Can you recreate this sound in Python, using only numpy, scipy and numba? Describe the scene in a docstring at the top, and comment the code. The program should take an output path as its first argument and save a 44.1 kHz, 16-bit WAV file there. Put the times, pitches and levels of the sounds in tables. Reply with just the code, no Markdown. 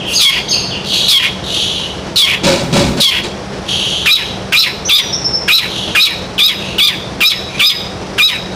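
"""A hard-walled room with a low rumble: a caged shrike calls close to a phone's microphone.
It gives four falling notes with scratchy tails, then ten arched, nasal ones: a buzz through a moving throat resonance.
Further off, gliding tones whistle and chirp and smeared tones rasp; noise bursts jolt the cage; thin pips come nearer.
The phone's gain control ducks the room's rumble under each call, and a limiter flattens the loudest notes."""
import sys
import numpy as np
from scipy import signal
from scipy.fft import rfft, irfft, next_fast_len
from scipy.io import wavfile
from numba import njit

SR = 44100
rng = np.random.default_rng(int(sys.argv[2]) if len(sys.argv) > 2 else 0)


def dump(signal):
    """Clip the signal to [-1, 1] and save it as 16-bit WAV at the path in sys.argv[1]."""
    limited = np.clip(np.atleast_2d(signal).T, -1, 1)
    pcm = np.round(limited * 32767).astype(np.int16)
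    wavfile.write(sys.argv[1], SR, pcm)


N = 377055
TIME = np.arange(N) / SR

# Levels of single sounds are source levels, ahead of distance, room and gain control; spectra are relative.
# rumble of the surroundings: [f/Hz, level/dB]
RUMBLE_SPECTRUM = [(18, -40), (32, -26), (42, -5), (51, -7), (66, -2.5), (160, -0.5), (260, -6),
                   (420, -2.5), (780, -7.5), (1300, -14), (2400, -18.5), (4200, -21), (5700, -21.5),
                   (7000, -31), (10000, -37.5), (15000, -61)]
RUMBLE_DB = -26
# wavering hum tones: [centre f/Hz, level/dB]
HUM_TONES = [(68, -44), (134, -40.5), (190, -34), (339, -44), (560, -55.5)]
# short falling slurs of a bird further off: [t/s, length/s, level/dB]
SLURS = [(0, .02, -22.5), (.051, .058, -21), (0.513, .035, -20), (0.702, .054, -22.5), (0.898, .06, -20)]
# pitch of every slur: [first f/Hz, middle f/Hz, last f/Hz]
SLUR_HZ = (3454, 2950, 2480)
# the same bird's chirps: [t/s, level/dB]
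CHIRPS = [(0.129, -9), (.481, -11.5)]
# a chirp's upstroke, thin top note and loud downstroke:
# [delay/s, length/s, first f/Hz, middle f/Hz, last f/Hz, level/dB added to the chirp's]
CHIRP_STROKES = [(0, 0.017, 3140, 4100, 5400, -8), (.004, 0.038, 5960, 6440, 6300, -7),
                 (0.026, 0.039, 5240, 4550, 4320, 1)]
# soft rustles: [t/s, length/s, level/dB]
RUSTLES = [(0.045, 0.18, -24)]
# scratch of turbulent air in a rough note: [f/Hz, level/dB]
SCRATCH_SPECTRUM = [(800, -31), (2000, -24), (3100, 5), (4700, 5), (7000, -5), (9800, -4), (11600, -7.5),
                    (13500, -22), (15200, -11.5), (16500, -37)]
# level of the syrinx's harmonics before the throat: [f/Hz, level/dB]
SYRINX_SPECTRUM = [(900, 0.5), (1700, -3), (2400, -1.5), (3700, -2), (4600, -1), (5200, 2), (6000, -2),
                   (7500, -1), (9500, -6)]
# smeared high overtones: [multiple of the pitch, level/dB]
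SIZZLE_PARTS = [(9.8, 0.5), (12.9, -2)]
# falling notes: [t/s, tone length/s, whole length/s, nominal pitch f/Hz, level/dB, tail level/dB re the tone,
# throat resonance as a multiple of the pitch]
FALLING_NOTES = [(0.195, .105, 0.23, 1136, 2, -12.5, 2.76), (1.082, 0.1, 0.22, 1126, 3, -10.5, 3.06),
                 (2.159, .096, .225, 1142, -1, -6.5, 3.02), (3.003, 0.095, .22, 1106, 2, -11, 3.17)]
# harsh calls from further off: [t/s, length/s, first f/Hz, last f/Hz, level/dB, fullest at share of the length]
RASPS = [(0.844, 0.39, 4130, 3220, -18, 0.27), (1.436, 0.44, 3678, 2987, -18.5, 0.26),
         (3.664, 0.63, 3248, 3106, -20.5, 0.045), (5.649, 0.36, 3450, 2975, -26, 0.32),
         (6.562, 0.33, 2830, 2613, -29.5, 0.2), (7.487, 0.14, 2410, 2310, -27, 1)]
# hiss around a harsh call: [f/Hz, level/dB]
RASP_HISS_SPECTRUM = [(1500, -26), (2600, -11), (3100, -1.5), (4200, -3), (5200, -18.5), (6200, -10.5),
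                      (7500, -28), (11000, -23.5), (12600, -41)]
# jolts of the cage: [t/s, frame thud level/dB, bar rattle level/dB, decay/s, thud tilt/dB per octave]
JOLTS = [(2.432, -10, -10, 0.074, 2), (2.462, -2.5, -5.5, 0.06, 6), (2.608, -15.5, -34, 0.086, -14),
         (2.724, -8.5, -10.5, 0.061, -4), (2.755, -2.5, -8.5, 0.064, -6), (2.856, -11.5, -39, 0.084, -19),
         (2.965, -12, -20, 0.042, -5), (3.232, -18, -17.5, 0.03, 1)]
# resonances of the cage's wooden frame: [f/Hz, width/Hz, level/dB]
FRAME_MODES = [(79.6, 18, -7), (141, 27, 12), (201, 57, 12), (343, 100, 6), (532, 39, 6.5), (850, 39, -10),
               (1190, 120, -32)]
# rattle of the cage's bars: [f/Hz, level/dB]
BAR_SPECTRUM = [(400, -7.5), (700, -23), (1400, -16.5), (1900, -17), (2300, -8), (2900, -11), (3900, -6.5),
                (5200, -12.5), (7500, -17), (10000, -26), (12000, -53), (15500, -52)]
# arched notes: [t/s, crest after t/s, hold past the crest/s, whole length/s, nominal pitch f/Hz, level/dB,
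# tail level/dB re the tone, first throat f/Hz, widest throat f/Hz, roughness of the tone 0-1]
ARCHED_NOTES = [(4.058, 0.077, 0.017, 0.19, 1179, -4, -6.5, 2426, 4240, 0.31),
                (4.522, 0.082, .03, .2, 1203, -4.5, -5.5, 2344, 4440, 0.41),
                (4.887, 0.075, 0.027, .175, 1106, -2.5, -14, 3080, 3960, 0.28),
                (5.479, .078, 0.024, .2, 1201, -3.5, -6.5, 2330, 4300, 0.32),
                (5.95, 0.083, .028, .2, 1195, -4.5, -7.5, 2280, 4285, 0.35),
                (6.38, 0.081, 0.027, .175, 1138, -3.5, -7.5, 3080, 4050, 0.25),
                (6.782, 0.073, .028, .175, 1098, -3, -10.5, 2965, 3865, .2),
                (7.205, .076, 0.036, 0.19, 1151, -4.5, -13, 2444, 4430, 0.27),
                (7.594, .081, 0.031, .18, 1137, -3, -11.5, 2666, 4270, 0.24),
                (8.179, 0.079, 0.025, .2, 1168, -3.5, -5, 2360, 4270, 0.19)]
# thin, pure pips from a nearer bird: [t/s, length/s, first f/Hz, middle f/Hz, last f/Hz, level/dB]
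PIPS = [(4.85, 0.04, 5640, 6060, 5880, -20), (4.98, 0.12, 5900, 5780, 5810, -27.5),
        (5.126, 0.044, 5300, 5490, 5740, -17.5), (5.242, 0.0445, 5280, 5370, 5450, -16),
        (5.33, 0.041, 5260, 5340, 5470, -15.5)]
# first bounces off the cage's tray and bars, some inverted: [delay/s, signed gain]
BOUNCES = [(.00164, -.08), (.00194, -.15), (.00253, -.12), (.00311, .08), (.0054, .13), (.00637, -.12)]

# a falling note starts sharp, settles and keeps sagging (shares of the pitch)
FALL_FLICK, FALL_SETTLE_S, FALL_SAG_PER_S = .22, .021, 1.05
FALL_SAG_FROM_S = .04  # where the sag passes the nominal pitch
FALL_TAIL_THROAT_HZ = 2624
FALL_THROAT_RISE = .1  # added to the throat's multiple at the harsh start, as a share
# an arched note flicks down, lifts with the opening beak and sags after its hold (shares of the pitch)
ARCH_FLICK, ARCH_SETTLE_S, ARCH_LIFT, ARCH_SAG_PER_S = .42, .015, 0.11, 3.8
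# the beak opens and shuts around the crest; the note swells with it
OPEN_S, SHUT_S, SHUT_THROAT_HZ, SWELL_DB = .036, .04, 2220, 10
# just past the crest the voice catches and turns hoarse
CATCH_S, CATCH_WIDTH_S, CATCH_DB = .013, 0.0044, -11.5
FULL_SCALE, TOP_HZ = .72, 15500  # the phone's limiter ceiling and upper band edge


def undb(db):
    """Decibels to gain."""
    return 10 ** (np.asarray(db) / 20)


def unit(x):
    """Scale to rms 1."""
    return x / np.sqrt(np.mean(x ** 2) + 1e-18)


def add(out, s, x):
    """Mix x into out from time s."""
    i = max(int(s * SR), 0)
    out[i:i + len(x)] += x[:N - i]


def gain_at(points, hz):
    """Read a (f/Hz, level/dB) spectrum as gain."""
    f, db = np.transpose(points)
    return undb(np.interp(np.log(hz + 1), np.log(f), db))


def colour(x, points):
    """Filter by a (f/Hz, level/dB) spectrum."""
    gain = gain_at(points, np.fft.rfftfreq(len(x), 1 / SR))
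    return irfft(rfft(x) * gain, len(x))


def wobble(n, hz):
    """Random motion of spread about 1, mostly slower than hz."""
    size = next_fast_len(n + 2000, True)
    f = np.fft.rfftfreq(size, 1 / SR)
    spectrum = rfft(rng.standard_normal(size)) / (1 + (f / hz) ** 4)
    return unit(irfft(spectrum, size))[:n]


def turns(hz):
    """Phase in radians of a tone with moving pitch."""
    return 2 * np.pi * np.cumsum(hz) / SR


def resonate(x, hz, width_hz):
    """One resonance, gain 1 at its centre."""
    b, a = signal.iirpeak(min(hz, .45 * SR), hz / width_hz, SR)
    return signal.lfilter(b, a, x)


def ramp(t, start_s, length_s):
    """Rise from 0 to 1 over length_s."""
    return np.clip((t - start_s) / length_s, 0, 1)


def background(waver_db=1):
    """Steady rumble of the surroundings as coloured noise, with hum tones that waver in pitch and level."""
    noise = rng.standard_normal(next_fast_len(N, True))
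    rumble = unit(colour(noise, RUMBLE_SPECTRUM))[:N]
    rumble *= undb(RUMBLE_DB + waver_db * wobble(N, 28))
    hum = np.zeros(N)
    for hz, db in HUM_TONES:
        hum += undb(db) * unit(np.sin(turns(hz + 5 * wobble(N, 7.75))))
    return rumble + hum * (1 + 0.21 * wobble(N, 19))


def far_glides():
    """Every slur and every stroke of the distant chirps, as pitch glides."""
    glides = [(s, length, *SLUR_HZ, db) for s, length, db in SLURS]
    for s, db in CHIRPS:
        for delay, *glide, stroke_db in CHIRP_STROKES:
            glides.append((s + delay, *glide, db + stroke_db))
    return glides


def whistles(glides, quaver, octave_db):
    """Curved glides of a tone and its octave; the wider the sweep, the more the tone quavers."""
    out = np.zeros(N)
    for s, length, first_hz, middle_hz, last_hz, db in glides:
        u = np.linspace(0, 1, int(length * SR))
        curve = np.polyfit([0, .5, 1], [first_hz, middle_hz, last_hz], 2)
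        hz = np.polyval(curve, u)
        depth = 2 * quaver * np.sqrt(np.ptp(hz) / middle_hz)
        phase = turns(hz * (1 + depth * wobble(len(u), 440)))
        tone = np.sin(phase) + undb(octave_db) * np.sin(2 * phase)
        add(out, s, undb(db) * unit(tone * np.sqrt(u * (1 - u))))
    return out


def room(x, t60_s, treble_t60_s, build_s=0.0067):
    """Diffuse echo of unit energy off the hard walls; treble above 6 kHz dies sooner."""
    t = TIME[:SR]
    low_pass = signal.butter(2, 6000, fs=SR, output="sos")
    high_pass = signal.butter(2, 6000, "high", fs=SR, output="sos")
    low = signal.sosfilt(low_pass, rng.standard_normal(len(t)))
    high = signal.sosfilt(high_pass, rng.standard_normal(len(t)))
    tail = low * np.exp(-np.log(1000) * t / t60_s)
    tail += high * np.exp(-np.log(1000) * t / treble_t60_s)
    tail *= 1 - np.exp(-t / build_s)
    return signal.fftconvolve(x, tail / np.linalg.norm(tail))[:N]


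def rustles():
    """A brief airy swell of brightened noise."""
    out = np.zeros(N)
    for s, length, db in RUSTLES:
        n = int(length * SR)
        airy = np.diff(colour(rng.standard_normal(n + 1), SCRATCH_SPECTRUM))
        add(out, s, undb(db) * np.hanning(n) * unit(airy))
    return out


def envelope(t, attack_s, hold_s, release_s, tail_db, fade_db_per_s, quiet_db, stop_s):
    """Level in dB: attack, hold, release to a weaker tail that fades and stops."""
    edges = 1 - ramp(t, 0, attack_s) + ramp(t, t[-1] - stop_s, stop_s)
    fade = fade_db_per_s * np.maximum(t - hold_s, 0)
    return quiet_db * edges + tail_db * ramp(t, hold_s, release_s) - fade


def note(hz, db, throat_hz, rough, leak_db, scratch_db, sizzle_db, jitter=0.0754, jitter_hz=520, shimmer=0.58,
         throat_half_width_hz=460, air_db=-9, sizzle_width_hz=650):
    """The syrinx buzzes through a moving throat resonance; when rough, its cycles turn uneven and hiss."""
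    n, rough = len(hz), np.clip(rough, 0, 1)
    hz = hz * (1 + .017 * wobble(n, 130))
    phase = turns(hz * (1 + jitter * rough * wobble(n, jitter_hz)))
    k = np.arange(1, 8)[:, None]  # harmonic numbers
    throat = 1 / (1 + ((k * hz - throat_hz) / throat_half_width_hz) ** 2)
    gains = gain_at(SYRINX_SPECTRUM, k * hz) * (undb(leak_db) + throat)
    gains /= np.sqrt(np.sum(gains ** 2, axis=0) / 2)
    buzz = np.sum(gains * np.sin(k * phase), axis=0)
    buzz *= 1 + shimmer * rough * wobble(n, 470)
    air = undb(air_db) * 2 * wobble(n, 450) * np.sin(turns(throat_hz * 1.06))
    puffs = rng.standard_normal(n) * (1 + np.cos(phase))
    scratch = undb(scratch_db) * unit(colour(puffs, SCRATCH_SPECTRUM))
    effort = undb(db + 1.65 * wobble(n, 37))
    # high overtones sizzle in gritty bursts, rising and falling with the pitch
    pitch_phase = turns(hz)
    sizzle = np.zeros(n)
    for multiple, part_db in SIZZLE_PARTS:
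        sizzle += undb(part_db) * wobble(n, sizzle_width_hz) * np.sin(multiple * pitch_phase)
    sizzle *= undb(sizzle_db + 2.9 * wobble(n, 90))
    # turbulence fades faster than the tone as the effort drops
    turbulence = air + scratch * np.sqrt(np.minimum(effort, 1))
    return (buzz * (1 - rough / 2) + rough * turbulence + sizzle) * effort


def falling_note(tone_s, length_s, pitch_hz, db, tail_db, throat_ratio, harsh_s=.035, clear_s=0.0401,
                 tone_rough=0.18, harsh_rough=0.472, accent_db=3):
    """A harsh start clears into a sinking tone, which breaks into a scratchy tail."""
    t = TIME[:int(length_s * SR)]
    sag = 1 - FALL_SAG_PER_S * (np.minimum(t, tone_s) - FALL_SAG_FROM_S)
    hz = pitch_hz * (sag + FALL_FLICK * np.exp(-t / FALL_SETTLE_S))
    harsh = 1 - ramp(t, harsh_s, clear_s)
    broken = ramp(t, tone_s - .008, .025)
    tone_throat_hz = throat_ratio * pitch_hz * (sag + FALL_THROAT_RISE * harsh)
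    throat_hz = tone_throat_hz * (1 - broken) + FALL_TAIL_THROAT_HZ * broken
    level = db + accent_db * harsh
    level += envelope(t, attack_s=0.024, hold_s=tone_s - .008, release_s=.016, tail_db=tail_db,
                      fade_db_per_s=31, quiet_db=-16.5, stop_s=0.034)
    rough = tone_rough + harsh_rough * harsh + broken
    return note(hz, level, throat_hz, rough, leak_db=-32, scratch_db=-2.5 - 12.0 * broken,
                sizzle_db=-24 - 3.3 * broken)


def rasps(chaos=0.0997, chaos_hz=600, second_db=-21, third_db=-25, hiss_db=-3, start_db=-8, end_db=-15, edge_db=-14):
    """A chaotic syrinx smears one tone and its overtones into a scratchy hiss."""
    out = np.zeros(N)
    for s, length, first_hz, last_hz, db, fullest in RASPS:
        n = int(length * SR)
        u = np.linspace(0, 1, n)
        glide_hz = first_hz + (last_hz - first_hz) * u
        phase = turns(glide_hz * (1 + chaos * wobble(n, chaos_hz)))
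        tone = np.sin(phase) + undb(second_db) * np.sin(2 * phase) + undb(third_db) * np.sin(3 * phase)
        hiss = colour(rng.standard_normal(n), RASP_HISS_SPECTRUM)
        # the throat follows the final pitch and weakens what lies far below it
        throat = [(0.44 * last_hz, edge_db), (1.07 * last_hz, 3), (1.0 * last_hz, -2), (1.9 * last_hz, 3)]
        voice = colour(unit(tone) + undb(hiss_db) * unit(hiss), throat)
        swell_db = np.interp(u, [0, np.clip(fullest, .05, .95), 1], [start_db, 2, end_db])
        add(out, s, voice * undb(db + swell_db) * (1 + .5 * wobble(n, 125)))
    return out


def cage(grain_db=3, rise_s=0.012):
    """Each jolt sets the bars chattering and the wooden frame booming."""
    out, t = np.zeros(N), TIME[:SR // 2]
    for s, thud_db, rattle_db, decay_s, tilt in JOLTS:
        fade = np.exp(-t / decay_s) * (1 - np.exp(-t / rise_s))
        chatter = rng.standard_normal(len(t)) * undb(grain_db * wobble(len(t), 160))
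        push = rng.standard_normal(len(t))
        boom = np.zeros(len(t))
        for hz, width_hz, db in FRAME_MODES:
            boom += undb(db + tilt * np.log2(hz / 300)) * resonate(push, hz, width_hz)
        thud = undb(thud_db) * unit(boom)
        rattle = undb(rattle_db) * unit(colour(chatter, BAR_SPECTRUM))
        add(out, s, fade * (thud + rattle))
    return out


def arched_note(crest_s, past_s, length_s, pitch_hz, db, tail_db, first_hz, widest_hz, tone_rough,
                clear_s=0.042, harsh_rough=0.58, hoarse=.5, hoarse_db=-2):
    """The beak opens and shuts once, lifting pitch, throat resonance, level and sizzle together."""
    t = TIME[:int(length_s * SR)]
    rising, hold_s, catch_s = t < crest_s, crest_s + past_s, crest_s + CATCH_S
    opening = np.exp(-((t - crest_s) / np.where(rising, OPEN_S, SHUT_S)) ** 2)
    caught = ramp(t, catch_s, CATCH_WIDTH_S)
    flick = ARCH_FLICK * np.exp(-(t / ARCH_SETTLE_S) ** 2)
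    sag = ARCH_SAG_PER_S * np.maximum(t - hold_s, 0)
    hz = pitch_hz * (1 + flick + ARCH_LIFT * opening - sag)
    throat_hz = widest_hz * opening + np.where(rising, first_hz, SHUT_THROAT_HZ) * (1 - opening)
    catch_dip_db = CATCH_DB * np.exp(-((t - catch_s) / CATCH_WIDTH_S) ** 2)
    level = db + SWELL_DB * opening + catch_dip_db + hoarse_db * caught
    level += envelope(t, attack_s=0.014, hold_s=hold_s, release_s=0.033, tail_db=tail_db,
                      fade_db_per_s=69, quiet_db=-10.5, stop_s=.02)
    rough = tone_rough + harsh_rough * (1 - ramp(t, 0, clear_s)) + hoarse * caught
    return note(hz, level, throat_hz, rough, leak_db=-32.5, scratch_db=-9 - 1.7 * caught,
                sizzle_db=-22 + 3.5 * opening - 3.8 * caught)


def shrike():
    """The close bird's two kinds of note, each a little different every time."""
    out = np.zeros(N)
    for sing, rows in ((falling_note, FALLING_NOTES), (arched_note, ARCHED_NOTES)):
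        for s, *row in rows:
            add(out, s, sing(*row))
    return out


def scene(near_room_db=-18, near_flutter_db=-13, far_direct_db=-5, far_room_db=-1, pip_room_db=-3):
    """The shrike and its cage are close and fairly dry; the far birds arrive mostly by the walls."""
    near = shrike() + cage()
    pips = whistles(PIPS, quaver=0.045, octave_db=-39)
    far = whistles(far_glides(), quaver=0.036, octave_db=-23.0) + rasps() + rustles()
    direct = near + pips + undb(far_direct_db) * far
    direct += undb(near_flutter_db) * room(near, t60_s=0.083, treble_t60_s=0.016)
    direct += undb(near_room_db) * room(near, t60_s=0.56, treble_t60_s=0.36)
    distant = far + undb(pip_room_db) * pips
    direct += undb(far_room_db) * room(distant, t60_s=0.71, treble_t60_s=0.54)
    out = direct + background()
    for delay_s, gain in BOUNCES:
        add(out, delay_s, gain * direct)
    return out[None]


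@njit
def follow(x, attack, release):
    """Envelope that rises and falls at its own rates (share of the gap closed per sample)."""
    out, e = np.empty(len(x)), 0.
    for i in range(len(x)):
        e += (x[i] - e) * (attack if x[i] > e else release)
        out[i] = e
    return out


def record(dry, threshold_db=-4.5, attack_s=0.0044, release_s=0.043, makeup_db=2.0):
    """Gain control ducks the room under each note; a fast limiter flattens the peaks that slip past it."""
    loudness = follow(np.abs(dry[0]), 1 / (attack_s * SR), 1 / (release_s * SR))
    ducking = np.sqrt(1 + (loudness / undb(threshold_db)) ** 2)
    x = dry[0] / ducking * undb(makeup_db)
    peak = follow(np.abs(x), .3, 1 / (.002 * SR))
    x = np.clip(x / np.maximum(peak / FULL_SCALE, 1), -FULL_SCALE, FULL_SCALE)
    band_edge = signal.ellip(12, .1, 80, TOP_HZ, fs=SR, output="sos")  # steep low-pass
    return signal.sosfilt(band_edge, x)[None]


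dry = scene()
out = record(dry)
dump(out)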